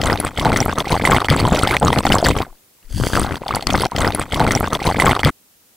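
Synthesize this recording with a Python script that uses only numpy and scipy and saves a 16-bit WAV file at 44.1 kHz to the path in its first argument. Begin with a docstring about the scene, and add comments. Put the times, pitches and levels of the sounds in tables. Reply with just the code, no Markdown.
"""Liquid gurgles very close to a stereo microphone: gas pockets are drawn out, snap open and ring,
thin films crackle into a narrow air column, spray hisses in it and the flow heaves in the bass.
The gurgling pauses, dry gas rushes through, and the liquid returns more sparsely.
Then the whole strip starts again and is cut off; a faint hiss lies under all of it and is left alone."""
import sys
import numpy as np
from scipy import signal
from scipy.fft import rfft, irfft, next_fast_len
from scipy.io import wavfile
from scipy.ndimage import uniform_filter1d

SR = 44100
rng = np.random.default_rng(int(sys.argv[2]) if len(sys.argv) > 2 else 0)


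def wav_out(sig):
    """Save sig, one row per channel (or a flat mono array), as 16-bit PCM at SR to the path in sys.argv[1]."""
    wavfile.write(sys.argv[1], SR, np.round(np.clip(np.atleast_2d(sig).T, -1, 1) * 32767).astype(np.int16))


N = 254006
STRIP = 174079  # samples until the strip starts again
POP_LEAD = 300  # samples of suction ahead of each snap

# resonances of the narrow air column: mode_hz, width_hz, level_db
COLUMN = [(2070, 98, -6.5), (3250, 484, -2), (4410, 330, -6), (6000, 410, -11.5), (7780, 320, -14),
          (8190, 270, -8), (9870, 207, -11.5), (12740, 920, -10.5), (12700, 1400, -17), (14600, 440, -10.5)]


def amp(db):
    """Decibels to gain."""
    return 10 ** (np.asarray(db) / 20)


def evened(x):
    """Scales to rms 1."""
    return x / np.sqrt(np.mean(x ** 2) + 1e-20)


def read(points, hz):
    """Reads a curve of (frequency, value) points on a log-frequency axis."""
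    point_hz, value = np.transpose(points)
    return np.interp(np.log(hz + 1), np.log(point_hz + 1), value)


def coloured(x, points):
    """Filters x by a spectrum of (Hz, dB) points."""
    size = next_fast_len(len(x))
    gain = amp(read(points, np.fft.rfftfreq(size, 1 / SR)))
    return irfft(rfft(x, size) * gain, size)[:len(x)]


def add(mix, start_s, sound):
    """Lays a sound into the mix, trimming whatever overhangs either end."""
    at = round(start_s * SR)
    part = mix[max(at, 0):][:len(sound) + min(at, 0)]
    part += sound[max(-at, 0):][:len(part)]


def wander(seconds):
    """Smoothed noise of rms 1, averaged twice over a span of the given length."""
    span = round(seconds * SR)
    return evened(uniform_filter1d(uniform_filter1d(rng.standard_normal(STRIP), span), span))


def random_sizes(per_s, spread_db, limit):
    """Events at random moments, with levels drawn from a capped exponential spread."""
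    size = amp(spread_db * np.minimum(rng.exponential(1, STRIP), limit))
    return size * (rng.random(STRIP) < per_s / SR)


def busy(x, seconds):
    """How lively x is: its power rises fast and fades slowly, so small sounds trail the large ones."""
    fade = np.exp(-1 / (seconds * SR))
    power = uniform_filter1d(x ** 2, round(0.2 * seconds * SR))
    return np.sqrt(abs(signal.lfilter([1 - fade], [1, -fade], power)))


def flow(column):
    """One control curve of the flow in dB: column 1 drives the heave, column 2 the spray."""
    # flow while it gurgles, as it stops and after the pause, in sections: time_s, heave_db, spray_db
    sections = [
        [(0.0, -31, -35), (0.066, -21.5, -25), (0.278, -26.5, -28), (0.352, -33, -40.5), (0.378, -21.5, -30),
         (0.562, -16, -30), (0.876, -32, -29), (0.922, -21, -27.5), (0.976, -29, -34), (1.11, -14.5, -25.5),
         (1.27, -36.5, -39)],
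        [(1.28, -31, -19.5), (1.302, -12, -26.5), (1.812, -25, -26.5), (1.85, -15.5, -23.5), (2.008, -16, -31),
         (2.024, -26, -32.5), (2.104, -9.5, -30.5), (2.164, -20, -31.5), (2.196, -29, -37.5),
         (2.248, -15, -21.5), (2.425, -19, -30)],
        [(2.435, -24, -66.5), (2.449, -43, -59), (2.653, -77, -70), (2.797, -76.5, -68), (2.841, -51, -59.5),
         (2.883, -53, -63), (2.899, -33, -52), (2.947, -25, -49), (2.975, -13, -34), (3.0, -15, -40)],
        [(3.01, -12, -42), (3.088, -31, -42.5), (3.168, -16.5, -29.5), (3.324, -24, -33), (3.434, -39, -41.5),
         (3.554, -30, -24), (3.614, -34, -43.5), (3.684, -20.5, -36.5), (3.818, -22, -21.5),
         (3.908, -50, -36.5), (3.947, -45, -41)],
    ]
    return np.interp(np.arange(STRIP) / SR, *np.vstack(sections).T[[0, column]])


def pop(hz, t60, push_db):
    """Suction grows while the pocket is drawn out; it snaps, rings with rising pitch and pushes air out."""
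    t = np.arange(-POP_LEAD, 900) / SR
    after, before = np.maximum(t, 0), np.minimum(t, 0)
    turns = hz * after * (1 + 8 * after)
    decay = amp(-60 * after / np.clip(t60, .004, .06))
    ring = -np.exp(before * 7 * hz) * np.cos(2 * np.pi * turns) * decay
    draw = -np.exp(before / 0.00051) * np.exp(-after / 0.00042)
    push = 0.38 * (1 - np.exp(-after / 0.0018)) * np.exp(-(after / 0.0064) ** 2)
    return ring + amp(push_db) * (draw + push)


def pops():
    """The loud pockets, each snapping open at its own moment with its own ring and push."""
    # bursting pockets: snap_s, level_db, ring_hz, ring_t60_s (kept to 0.004-0.06), push_db (against the ring)
    pockets = [(0.0029, -18, 720, 0.048, -14.5), (0.0326, -13.5, 620, 0.041, -5),
               (0.0476, -10, 720, 0.011, -9), (0.062, -9.5, 1160, 0.012, -10),
               (0.0699, -11, 1390, 0.018, 5.5), (0.085, -12, 1306, 0.011, 2.5),
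               (0.0907, -15, 1295, 0.015, -2), (0.0988, -7.5, 1043, 0.01, -1),
               (0.1216, -6.5, 834, 0.011, -6), (0.129, -6, 1086, 0.013, -13.5),
               (0.1403, -11, 750, 0.018, -6.5), (0.1573, -11, 793, 0.015, -23),
               (0.2006, -13.5, 676, 0.0079, 3.5), (0.2491, -9, 1196, 0.01, 1.5),
               (0.2677, -15, 825, 0.009, -13), (0.2763, -16.5, 1170, 0.018, -13.5),
               (0.31, -33.5, 790, 0.013, 5), (0.3873, -13.5, 792, 0.011, 1.5),
               (0.4125, -14.5, 1040, 0.033, -1), (0.4264, -16.5, 635, 0.062, -1.5),
               (0.4496, -8.5, 1410, 0.015, -1.5), (0.4557, -2.5, 800, 0.023, -15),
               (0.466, -5, 846, 0.045, -13.5), (0.4823, -14.5, 1030, 0.012, -10.5),
               (0.494, -13, 736, 0.012, -2.5), (0.5032, -7.5, 838, 0.014, -3.5),
               (0.519, -6, 1310, 0.011, -25), (0.5278, -9.5, 1274, 0.011, 1),
               (0.5373, -21.5, 457, 0.0079, 0), (0.542, -8.5, 672, 0.012, -3),
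               (0.5607, -10, 1227, 0.011, -2), (0.5658, -15, 1394, 0.017, -2),
               (0.5762, -12.5, 1330, 0.011, -4), (0.5883, -12, 1340, 0.014, -3),
               (0.6046, -12, 781, 0.0193, -4.5), (0.6134, -14, 736, 0.12, 6.5),
               (0.6608, -8.5, 765, 0.011, 3), (0.6821, -9, 790, 0.01, -2),
               (0.6952, -7.5, 1420, 0.0087, -8.5), (0.728, -10, 1070, 0.018, -13.5),
               (0.7784, -10, 1270, 0.0061, -4.5), (0.783, -6.5, 1130, 0.013, -1),
               (0.8073, -9, 800, 0.0079, -8), (0.819, -16.5, 660, 0.017, -7),
               (0.845, -20, 1080, 0.033, -11), (0.8716, -10.5, 790, 0.013, -15),
               (0.9085, -10.5, 858, 0.013, -2.5), (0.9168, -11.5, 667, 0.0093, -0.5),
               (0.9222, -15, 460, 0.0044, 6.5), (0.9285, -6.5, 928, 0.027, 1.5),
               (0.9425, -7, 1032, 0.025, -14), (0.9539, -6, 780, 0.025, -25), (0.9653, -9, 760, 0.018, -8),
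               (0.999, -11, 670, 0.014, -14), (1.0115, 3, 1620, 0.012, -7), (1.039, -7.5, 770, 0.011, -12),
               (1.053, -7, 780, 0.013, -12.5), (1.0685, -21, 640, 0.02, 1), (1.0744, -3, 985, 0.019, -10),
               (1.0913, -10, 720, 0.011, 1.5), (1.099, -3.5, 770, 0.016, -3.5),
               (1.112, -12.5, 1415, 0.015, -3), (1.1185, -1.5, 1226, 0.013, -3.5),
               (1.1286, -3, 1070, 0.025, -5), (1.1341, -3, 1100, 0.017, -1),
               (1.147, -4.5, 890, 0.012, -7.5), (1.1517, -8, 757, 0.021, -14.5),
               (1.1637, -3.5, 833, 0.013, -13), (1.1716, -14.5, 1170, 0.01, 4.5),
               (1.1839, -4, 1350, 0.01, -11), (1.203, -12, 1200, 0.02, -17.5),
               (1.2177, -5, 1085, 0.013, -20), (1.2274, -12, 700, 0.01, -10.5),
               (1.2472, -10.5, 790, 0.013, -9), (1.286, 16.5, 840, 0.015, -21),
               (1.31, 2.5, 1125, 0.021, -7.5), (1.318, -17, 506, 0.0085, 1),
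               (1.3243, -5.5, 934, 0.017, -13), (1.3383, -16, 1270, 0.011, -1),
               (1.3643, -9.5, 1030, 0.0088, 1), (1.394, -13.5, 790, 0.011, 0),
               (1.4012, -8.5, 1160, 0.011, -9.5), (1.4155, -10.5, 704, 0.013, -3),
               (1.4285, -13, 470, 0.0075, 7), (1.4443, -10.5, 450, 0.011, 4.5),
               (1.4525, -4.5, 961, 0.026, -6), (1.4614, -11, 880, 0.021, -1),
               (1.4773, -14, 1160, 0.011, 7.5), (1.522, -3.5, 780, 0.017, -0.5),
               (1.5275, -10, 1180, 0.017, 3.5), (1.5353, -11, 470, 0.01, 4), (1.5451, -5, 650, 0.011, -5),
               (1.5612, -11, 753, 0.0092, -2), (1.5862, -12.5, 733, 0.027, -10),
               (1.597, -13, 450, 0.011, 0), (1.614, -12.5, 675, 0.03, -10), (1.6338, -5, 1282, 0.033, 4.5),
               (1.651, -10, 1220, 0.019, -15.5), (1.6735, -5, 780, 0.02, -12.5),
               (1.6925, -13.5, 763, 0.035, -2), (1.7047, -17, 813, 0.015, -6.5),
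               (1.7139, -8, 1010, 0.0099, 0.5), (1.73, -10.5, 1490, 0.033, 1),
               (1.738, -10.5, 1220, 0.029, -8.5), (1.7444, -8, 920, 0.015, -7.5),
               (1.7674, -8, 693, 0.066, -5.5), (1.8136, -0.5, 754, 0.04, -0.5),
               (1.832, -14, 1017, 0.0086, -9), (1.8488, -14, 816, 0.013, 6.5),
               (1.8598, -14, 499, 0.012, 7.5), (1.8702, -6, 1180, 0.012, 1),
               (1.8825, -3, 1130, 0.024, -15.5), (1.9042, -4.5, 920, 0.013, -4),
               (1.9306, -4, 880, 0.012, -11), (1.961, -12, 1200, 0.01, 0.5), (1.9666, -8.5, 683, 0.0099, 2),
               (1.975, -12.5, 750, 0.019, 0), (1.981, -8, 760, 0.013, -13), (1.99, -8.5, 1180, 0.011, 3.5),
               (2.0062, -12, 967, 0.025, -3.5), (2.0354, -26, 770, 0.026, -25),
               (2.0534, -0.5, 753.4, 0.019, -21.5), (2.0687, -6.5, 780, 0.017, -2),
               (2.1033, -4, 755, 0.015, -6), (2.1174, -8.5, 1530, 0.011, 1), (2.1223, -11, 730, 0.011, 7),
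               (2.1433, -1, 680, 0.011, -4), (2.149, -16, 870, 0.013, -1), (2.1555, -5, 1040, 0.023, -3.5),
               (2.1637, -19.5, 450, 0.011, 1.5), (2.1739, -7.5, 850, 0.021, -21),
               (2.202, -14.5, 600, 0.027, -8), (2.2276, -2, 640, 0.024, -20), (2.2449, -10, 870, 0.018, -2),
               (2.2611, -15, 640, 0.012, -24), (2.2666, -3.5, 1520, 0.011, -10.5),
               (2.2869, -6, 1049, 0.021, -1.5), (2.2927, -8.5, 786, 0.011, -4.5),
               (2.3041, -4.5, 450, 0.0097, -2.5), (2.3654, -12, 1100, 0.011, 4),
               (2.3846, -16.5, 510, 0.016, -5), (2.4045, -9, 776, 0.0089, -1.5),
               (2.4284, -15, 1075, 0.022, -9.5), (2.467, -29, 660, 0.022, -18),
               (2.528, -39, 794, 0.02, -13), (3.0003, -16.5, 447, 0.015, 7),
               (3.0371, -9.5, 1480, 0.0074, 4), (3.069, -7, 482, 0.0037, -3),
               (3.1341, -8.5, 1550, 0.015, 2.5), (3.1542, -3, 1542, 0.0075, -13.5),
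               (3.167, -11, 1307, 0.011, -3.5), (3.1738, -2, 1240, 0.015, -24),
               (3.1976, -11, 1155, 0.013, 2), (3.2178, -13, 1270, 0.011, 6.5),
               (3.247, -13.5, 790, 0.026, 2), (3.265, -17.5, 706, 0.041, -13),
               (3.3095, -11, 1450, 0.005, -6), (3.3432, -14, 920, 0.0063, -4),
               (3.3678, -17.5, 800, 0.01, -18), (3.4189, -16, 540, 0.013, -10),
               (3.4359, -19.5, 945, 0.018, -20), (3.4615, -12.5, 710, 0.034, -13),
               (3.4905, -12.5, 815, 0.015, -15), (3.508, -7.5, 1120, 0.028, -20),
               (3.5287, -0.5, 814, 0.0099, -16.5), (3.549, -19, 700, 0.02, -10),
               (3.5677, -5.5, 812, 0.011, -15), (3.6244, -22, 730, 0.04, -22), (3.6707, -9, 1180, 0.014, 5),
               (3.6958, -10, 768, 0.011, -4), (3.7026, -13.5, 1280, 0.015, -2),
               (3.7267, -8, 620, 0.011, -13), (3.742, -4, 824, 0.021, -12), (3.747, -5, 720, 0.0077, -9),
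               (3.7524, -4, 1130, 0.01, -7.5), (3.782, -14, 1210, 0.011, 4),
               (3.8205, -11.5, 503, 0.011, -0.5), (3.8358, -4, 970, 0.017, -22),
               (3.8591, -8, 696, 0.041, -20), (3.9193, -12.5, 930, 0.022, -30)]
    out = np.zeros(STRIP)
    for snap_s, level_db, hz, t60, push_db in pockets:
        add(out, snap_s - POP_LEAD / SR, amp(level_db) * pop(hz, t60, push_db))
    return out


def froth(loud):
    """Many small pockets of random size burst among the loud ones and simmer on in the lulls."""
    size = random_sizes(per_s=200, spread_db=2.0, limit=3)
    kind, out = rng.integers(0, 16, STRIP), np.zeros(STRIP)
    for k, hz in enumerate(np.geomspace(330, 1500, num=16)):
        small_pop = pop(hz, .012, -8.)
        out += signal.oaconvolve(size * (kind == k), small_pop)[POP_LEAD:STRIP + POP_LEAD]
    trailing = amp(-5.0) * busy(loud, 0.013)
    simmer = amp(flow(column=2) + 0.5)
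    return evened(out) * np.hypot(trailing, simmer)


def snap(bright_hz, luck, puff):
    """A short ragged puff strikes the air column; modes near the film's own pitch ring most and bend."""
    t, out = np.arange(400) / SR, np.zeros(400)
    burst = puff * (1 - np.exp(-t / 0.00017)) * np.exp(-t / 0.0011)
    bend = t * (1 + 12 * luck[-1] * t)  # one random glide, up or down, for all modes
    modes = COLUMN + [(bright_hz, 350, 1.)]  # the film adds a mode of its own
    for (hz, width, db), u in zip(modes, luck):
        near_db = -8 * abs(np.log2(hz / bright_hz))
        mode = np.sin(2 * np.pi * hz * (1 + 0.017 * u) * bend) * np.exp(-np.pi * .9 * width * t)
        out += amp(1.49 * db + near_db + 3.5 * u) * signal.fftconvolve(burst, mode)[:400]
    return out / abs(out).max()


def snaps():
    """The loud films, each striking the column with a fresh ragged puff."""
    # snapping films: snap_s, peak_db, brightest_hz
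    loud_films = [(0.0159, -7, 4780), (0.037, -8, 3360), (0.0688, -13, 8160), (0.0995, -10, 2170),
                  (0.1162, -24, 3570), (0.1285, -10, 4900), (0.158, -13.5, 2220), (0.175, -14, 3600),
                  (0.2012, -6, 9750), (0.249, -11.5, 8590), (0.2625, -16, 2320), (0.269, -11.5, 2170),
                  (0.3753, -10.5, 3600), (0.397, -8, 3500), (0.449, -12.5, 4160), (0.4555, -13, 4050),
                  (0.4655, -16, 2060), (0.4967, -15.5, 2830), (0.52, -14, 4300), (0.53, -8, 2070),
                  (0.5613, -4, 2240), (0.566, -15, 3440), (0.572, -7.5, 6400), (0.6037, -3, 5800),
                  (0.627, -13.5, 2020), (0.6538, -14, 10240), (0.7005, -31.5, 2830), (0.726, -20, 3240),
                  (0.7847, -11.5, 6600), (0.8035, -6.5, 3370), (0.8545, -19, 2100), (0.8869, -20.5, 3570),
                  (0.916, -13.5, 1980), (0.9216, -10, 3800), (0.9417, -17, 3230), (0.9652, -12, 2070),
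                  (0.9967, -15.5, 2080), (1.0146, -14, 2030), (1.0517, -2, 2260), (1.0733, -8, 2000),
                  (1.1104, -10, 8190), (1.1191, -9.5, 3410), (1.1327, -12, 2020), (1.146, -7.5, 2080),
                  (1.1554, -16, 2090), (1.164, -8.5, 2020), (1.1708, -10.5, 3250), (1.2036, -12.5, 3900),
                  (1.2457, -9.5, 3330), (1.2534, -15, 3360), (1.2854, -2, 2010), (1.2945, -11, 2030),
                  (1.3008, -2.5, 3600), (1.3092, -10, 2220), (1.3371, -14.5, 2090), (1.3638, -14.5, 8100),
                  (1.393, -10.5, 2000), (1.4014, -28.5, 2100), (1.4518, -12.5, 3240), (1.534, -18, 3410),
                  (1.5477, -10.5, 3190), (1.562, -8, 2400), (1.5918, -10, 3300), (1.621, -17, 7600),
                  (1.625, -12.5, 3060), (1.6343, -9, 8000), (1.6737, -5, 3900), (1.6887, -11.5, 2070),
                  (1.6965, -17, 3640), (1.703, -16.5, 2080), (1.7095, -4, 2140), (1.7406, -11.5, 3450),
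                  (1.746, -21, 4930), (1.7673, 2, 2170), (1.799, -16, 8000), (1.8494, -10.5, 6750),
                  (1.8684, -17, 3800), (1.877, -13.5, 3920), (1.9037, -15.5, 3360), (1.9237, -17.5, 2160),
                  (1.9288, -4.5, 2260), (1.9602, -14.5, 2120), (1.9747, -10, 2130), (1.9863, -6.5, 4040),
                  (2.035, -15, 2410), (2.0514, -7.5, 2010), (2.0567, -16, 7760), (2.0672, -7, 2850),
                  (2.1015, -9, 2110), (2.1216, 0, 2900), (2.129, -13, 2710), (2.1515, -9, 7500),
                  (2.184, -8.5, 4800), (2.2082, -22, 3420), (2.2429, -9, 4770), (2.248, -12, 2770),
                  (2.2597, -4.5, 2130), (2.267, -10.5, 7500), (2.2768, -20, 3440), (2.2856, -7.5, 7830),
                  (2.31, -9, 2400), (2.3864, -12.5, 3700), (3.036, -18, 3040), (3.0687, -10, 2060),
                  (3.134, -14, 3140), (3.1546, -16, 3600), (3.1666, -13.5, 4900), (3.196, -8, 8600),
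                  (3.216, -15, 8250), (3.266, -21, 4350), (3.2924, -18, 2970), (3.3094, -21, 2080),
                  (3.3565, -13.5, 2800), (3.369, -24, 4530), (3.4814, -13, 3570), (3.5275, -15.5, 2180),
                  (3.5494, -9, 4780), (3.5575, -9, 10400), (3.609, -17, 3400), (3.625, -14.5, 4250),
                  (3.6698, -1.5, 4580), (3.7035, -7.5, 3390), (3.7076, -8.5, 2510), (3.7336, -10.5, 5900),
                  (3.7531, -8.5, 2300), (3.8194, -11, 10700), (3.8532, -8, 4640)]
    out = np.zeros(STRIP)
    luck = rng.standard_normal((len(loud_films), len(COLUMN) + 401))  # 400 puff samples, then the modes
    for (snap_s, peak_db, hz), u in zip(loud_films, luck):
        add(out, snap_s - .0003, amp(peak_db) * snap(hz, u[400:], u[:400]))
    return out


def films():
    """Small films snap at random, 64 a second on average, as loud as the spray control allows."""
    size = random_sizes(per_s=64, spread_db=3.33, limit=3)
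    kind, out = rng.integers(0, 20, STRIP), np.zeros(STRIP)
    luck = rng.standard_normal((20, len(COLUMN) + 401))
    for k, hz in enumerate(np.geomspace(2000, 7000, num=20)):
        small_snap = snap(hz, luck[k, 400:], luck[k, :400])
        out += signal.oaconvolve(size * (kind == k), small_snap)[:STRIP]
    return evened(out) * amp(flow(column=2) - 5.5)


def spray(loud):
    """Escaping gas hisses in the air column, each mode coming and going; droplets plip near one mode."""
    # colour of the open air noise: point_hz, level_db (per Hz)
    air_colour = [(1200, 15), (2500, -14.5), (6000, -7), (10000, -27.5), (13000, -6), (16000, 6)]
    drops = random_sizes(per_s=800, spread_db=4.5, limit=3.5)
    kind, t = rng.integers(0, 3 * len(COLUMN), STRIP), np.arange(300) / SR
    hissing, plips = np.zeros((2, STRIP))
    for k, (hz, width, db) in enumerate(COLUMN):
        fading = amp(db) * np.exp(-np.pi * width * (1 + hz / 14000) * t)  # a ragged stream blurs the upper modes
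        gas = rng.standard_normal(STRIP) * amp(4.5 * wander(.012))
        hissing += signal.oaconvolve(gas, fading * np.sin(2 * np.pi * hz * t))[:STRIP]
        for j, shift in enumerate((.9, 1.01, 1.12)):
            rising = np.sin(2 * np.pi * hz * shift * t * (1 + 8 * t))
            plip = fading * rising * np.minimum(t / .0004, 1)
            plips += signal.oaconvolve(drops * (kind == 3 * k + j), plip)[:STRIP]
    steady, flare = amp(flow(column=2)), busy(loud, 0.0072)  # the flare follows the snapping films
    air = evened(coloured(rng.standard_normal(STRIP), air_colour)) * amp(3 * wander(0.0052))
    air *= np.hypot(amp(-19.5) * steady, amp(-25) * flare)
    hissing = evened(hissing) * np.hypot(amp(-16.0) * steady, amp(-8) * flare)
    plips = evened(plips) * amp(5.3 * wander(0.015))
    plips *= np.hypot(amp(-14.5) * steady, amp(-17.5) * flare)
    return air + hissing + plips


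def rush():
    """Dry gas before the liquid returns: fluttering noise in the emptied column swells, holds, dies away."""
    # resonances of the emptied column: point_hz, level_db (per Hz)
    dry_column = [(1100, -30), (1600, -1), (2350, -13.5), (3250, 1.5), (3950, -13.5), (4650, 4), (5500, -9),
                  (6200, -2), (7000, -9.5), (8300, -3.5), (9200, -10), (11300, -5.5), (12100, -24),
                  (14800, -11), (16000, -13)]
    start_s, rise_s, hold_s, level_db, fade_db_per_s = 2.882, 0.15, 0.12, -32.5, 111
    t = np.arange(STRIP) / SR - start_s
    fade_db = -fade_db_per_s * np.maximum(t - rise_s - hold_s, 0)
    level = np.clip(t / rise_s, 0, 1) * amp(level_db + fade_db + 4.2 * wander(0.0027))
    return level * evened(coloured(rng.standard_normal(STRIP), dry_column))


def passage():
    """Gain of the passage: a plug of liquid shuts it within a few milliseconds and it opens again."""
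    # plugs: start_s, length_s, change_db (positive values leave the passage open)
    plugs = [(0.164, 0.021, -8), (0.292, 0.016, -12), (0.367, 0.03, 2.5), (0.74, 0.012, -19),
             (0.826, 0.017, -22), (1.004, 0.013, -19.5), (1.186, 0.0099, -16), (1.23, 0.0073, -16.5),
             (1.274, 0.04, -27), (1.769, 0.051, -16), (1.912, 0.0073, -11), (2.011, 0.013, -12),
             (2.042, 0.0068, 0.5), (3.382, 0.026, -13), (3.451, 0.012, -8), (3.528, 0.0072, -28),
             (3.599, 0.0051, -26), (3.649, 0.036, -7), (3.87, 0.038, -11.5)]
    shut_db = np.zeros(STRIP)
    for start_s, length_s, change_db in plugs:
        add(shut_db, start_s, np.full(round(length_s * SR), np.minimum(change_db, 0.)))
    return amp(uniform_filter1d(shut_db, 110))


def heave(loud):
    """Slow pressure lumps of the flow: low coloured noise that sags when the bursts pause."""
    # colour of the lumps: point_hz, level_db (per Hz)
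    lump_colour = [(8.8, -34.5), (15, -0.5), (91, 2), (151, -1.5), (217, -4.5), (300, -2.5), (390, -37.5),
                   (660, -120)]
    lumps = evened(coloured(rng.standard_normal(STRIP), lump_colour))
    lively = busy(loud, 0.015) / (busy(loud, 0.28) + 1e-4)  # bursts now against bursts of late
    return lumps * amp(flow(column=1)) * (0.29 + 0.28 * lively)


def flutters():
    """The liquid column bobs for a moment: a few uneven low swings each, swelling and fading."""
    # bobbing: start_s, length_s, level_db, pitch_hz (mean)
    bobs = [(.44, .07, -21, 89.9), (1.101, .07, -15, 106), (1.285, .07, -13, 140),
            (1.408, .08, -12.5, 109.8), (1.49, .07, -14, 140.1), (1.829, 0.067, -14, 125.4),
            (1.958, .06, -16.5, 130), (2.081, 0.075, -14, 110.2), (2.238, .07, -15.5, 105)]
    out = np.zeros(STRIP)
    uneven_s = np.cumsum(1 + .25 * wander(.008)) / SR  # a clock that hurries and lags
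    for start_s, length_s, level_db, hz in bobs:
        part = uneven_s[round(start_s * SR):][:round(length_s * SR)]
        swell = np.hanning(len(part)) ** 0.67
        add(out, start_s, amp(level_db) * swell * np.sin(2 * np.pi * hz * part))
    return out


def sways():
    """Pressure as the flow stops and starts: one slow up-and-down swing each."""
    # swings: start_s, level_db, length_s
    swings = [(2.482, -31.5, 0.055), (2.843, -30, 0.055), (2.904, -19, 0.031), (2.939, -13, 0.013),
              (2.959, -11, 0.01), (2.988, -21, 0.01), (3.014, -12, 0.0097), (3.04, -27, 0.01)]
    out = np.zeros(STRIP)
    for start_s, level_db, length_s in swings:
        phase = np.arange(0, 1, 1 / (length_s * SR))
        swing = np.sin(2 * np.pi * phase ** 0.92) * np.sin(np.pi * phase) ** 1.5
        add(out, start_s, amp(level_db) * swing)
    return out


def pair(mid):
    """Two close capsules: bass leans left; in the treble each burst falls a little to one side or the other."""
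    # lean of the bass: time_s, left_against_right_db
    bass_lean = [(0, 7), (0.401, 4.5), (1.2, 2.5), (2.399, 4), (2.85, 10), (3.2, 9), (3.947, 7.5)]
    # microphone pair, difference against sum: point_hz, level_db
    apart = [(900, -34.5), (1300, -53.5), (2000, -9), (3500, -17), (7000, -6.5), (15000, -15.5)]
    bass = signal.lfilter(*signal.butter(1, 260 / (SR / 2)), mid)
    lean_db = np.interp(np.arange(STRIP) / SR, *np.transpose(bass_lean))
    lean = np.tanh(lean_db * np.log(10) / 40)  # level ratio to side-against-mid gain
    treble = signal.sosfilt(signal.butter(2, 600 / (SR / 2), "high", output="sos"), mid)
    side = lean * bass + coloured(treble * wander(0.0046), apart)
    return np.array([mid + side, mid - side])


def hiss():
    """Faint steady noise, partly shared by both channels, most of all in the bass."""
    # colour of the hiss: point_hz, level_db (per Hz)
    hiss_colour = [(18, -43), (30, -7.5), (233, -2.5), (1670, -10.5), (3140, -9.5), (5900, -9),
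                   (12600, -7.5), (16000, -7)]
    # left-right likeness: point_hz, likeness (0 to 1)
    likeness = [(60, 1), (380, 0.31), (2380, 0.1), (15000, 0.11)]
    size = next_fast_len(N)
    hz, (a, b) = np.fft.rfftfreq(size, 1 / SR), rfft(rng.standard_normal((2, size)))
    same = np.clip(read(likeness, hz), 0, 1)
    right = same * a + np.sqrt(1 - same ** 2) * b
    spectra = np.array([a, right]) * amp(read(hiss_colour, hz))
    return amp(-52.5) * evened(irfft(spectra, size)[:, :N])


def scene():
    """The strip plays, starts again and stops dead at the cut, over the hiss."""
    cut_s = 5.306
    ring, crackle, small = pops(), snaps(), films()
    through = ring + froth(ring) + small + spray(crackle + small) + rush()
    gurgle = passage() * through + crackle  # plugs leave the loud films untouched
    strip = pair(gurgle + heave(ring) + sways() + flutters())
    strip = signal.lfilter(*signal.butter(1, 8 / (SR / 2), "high"), strip)  # pressure leaks away slowly
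    open_gate = np.clip((cut_s - np.arange(N) / SR) / 0.0026, 0, 1)
    return strip[:, np.arange(N) % STRIP] * open_gate + hiss()


def record(dry):
    """Soft overload near full scale, then a steep band limit."""
    edge_hz = 15800
    x = dry / (1 + abs(dry) ** 6) ** (1 / 6)
    band_limit = signal.firwin(511, edge_hz, window=("kaiser", 9), fs=SR)
    return signal.oaconvolve(x, band_limit[None], "same")


dry = scene()
out = record(dry)
wav_out(out)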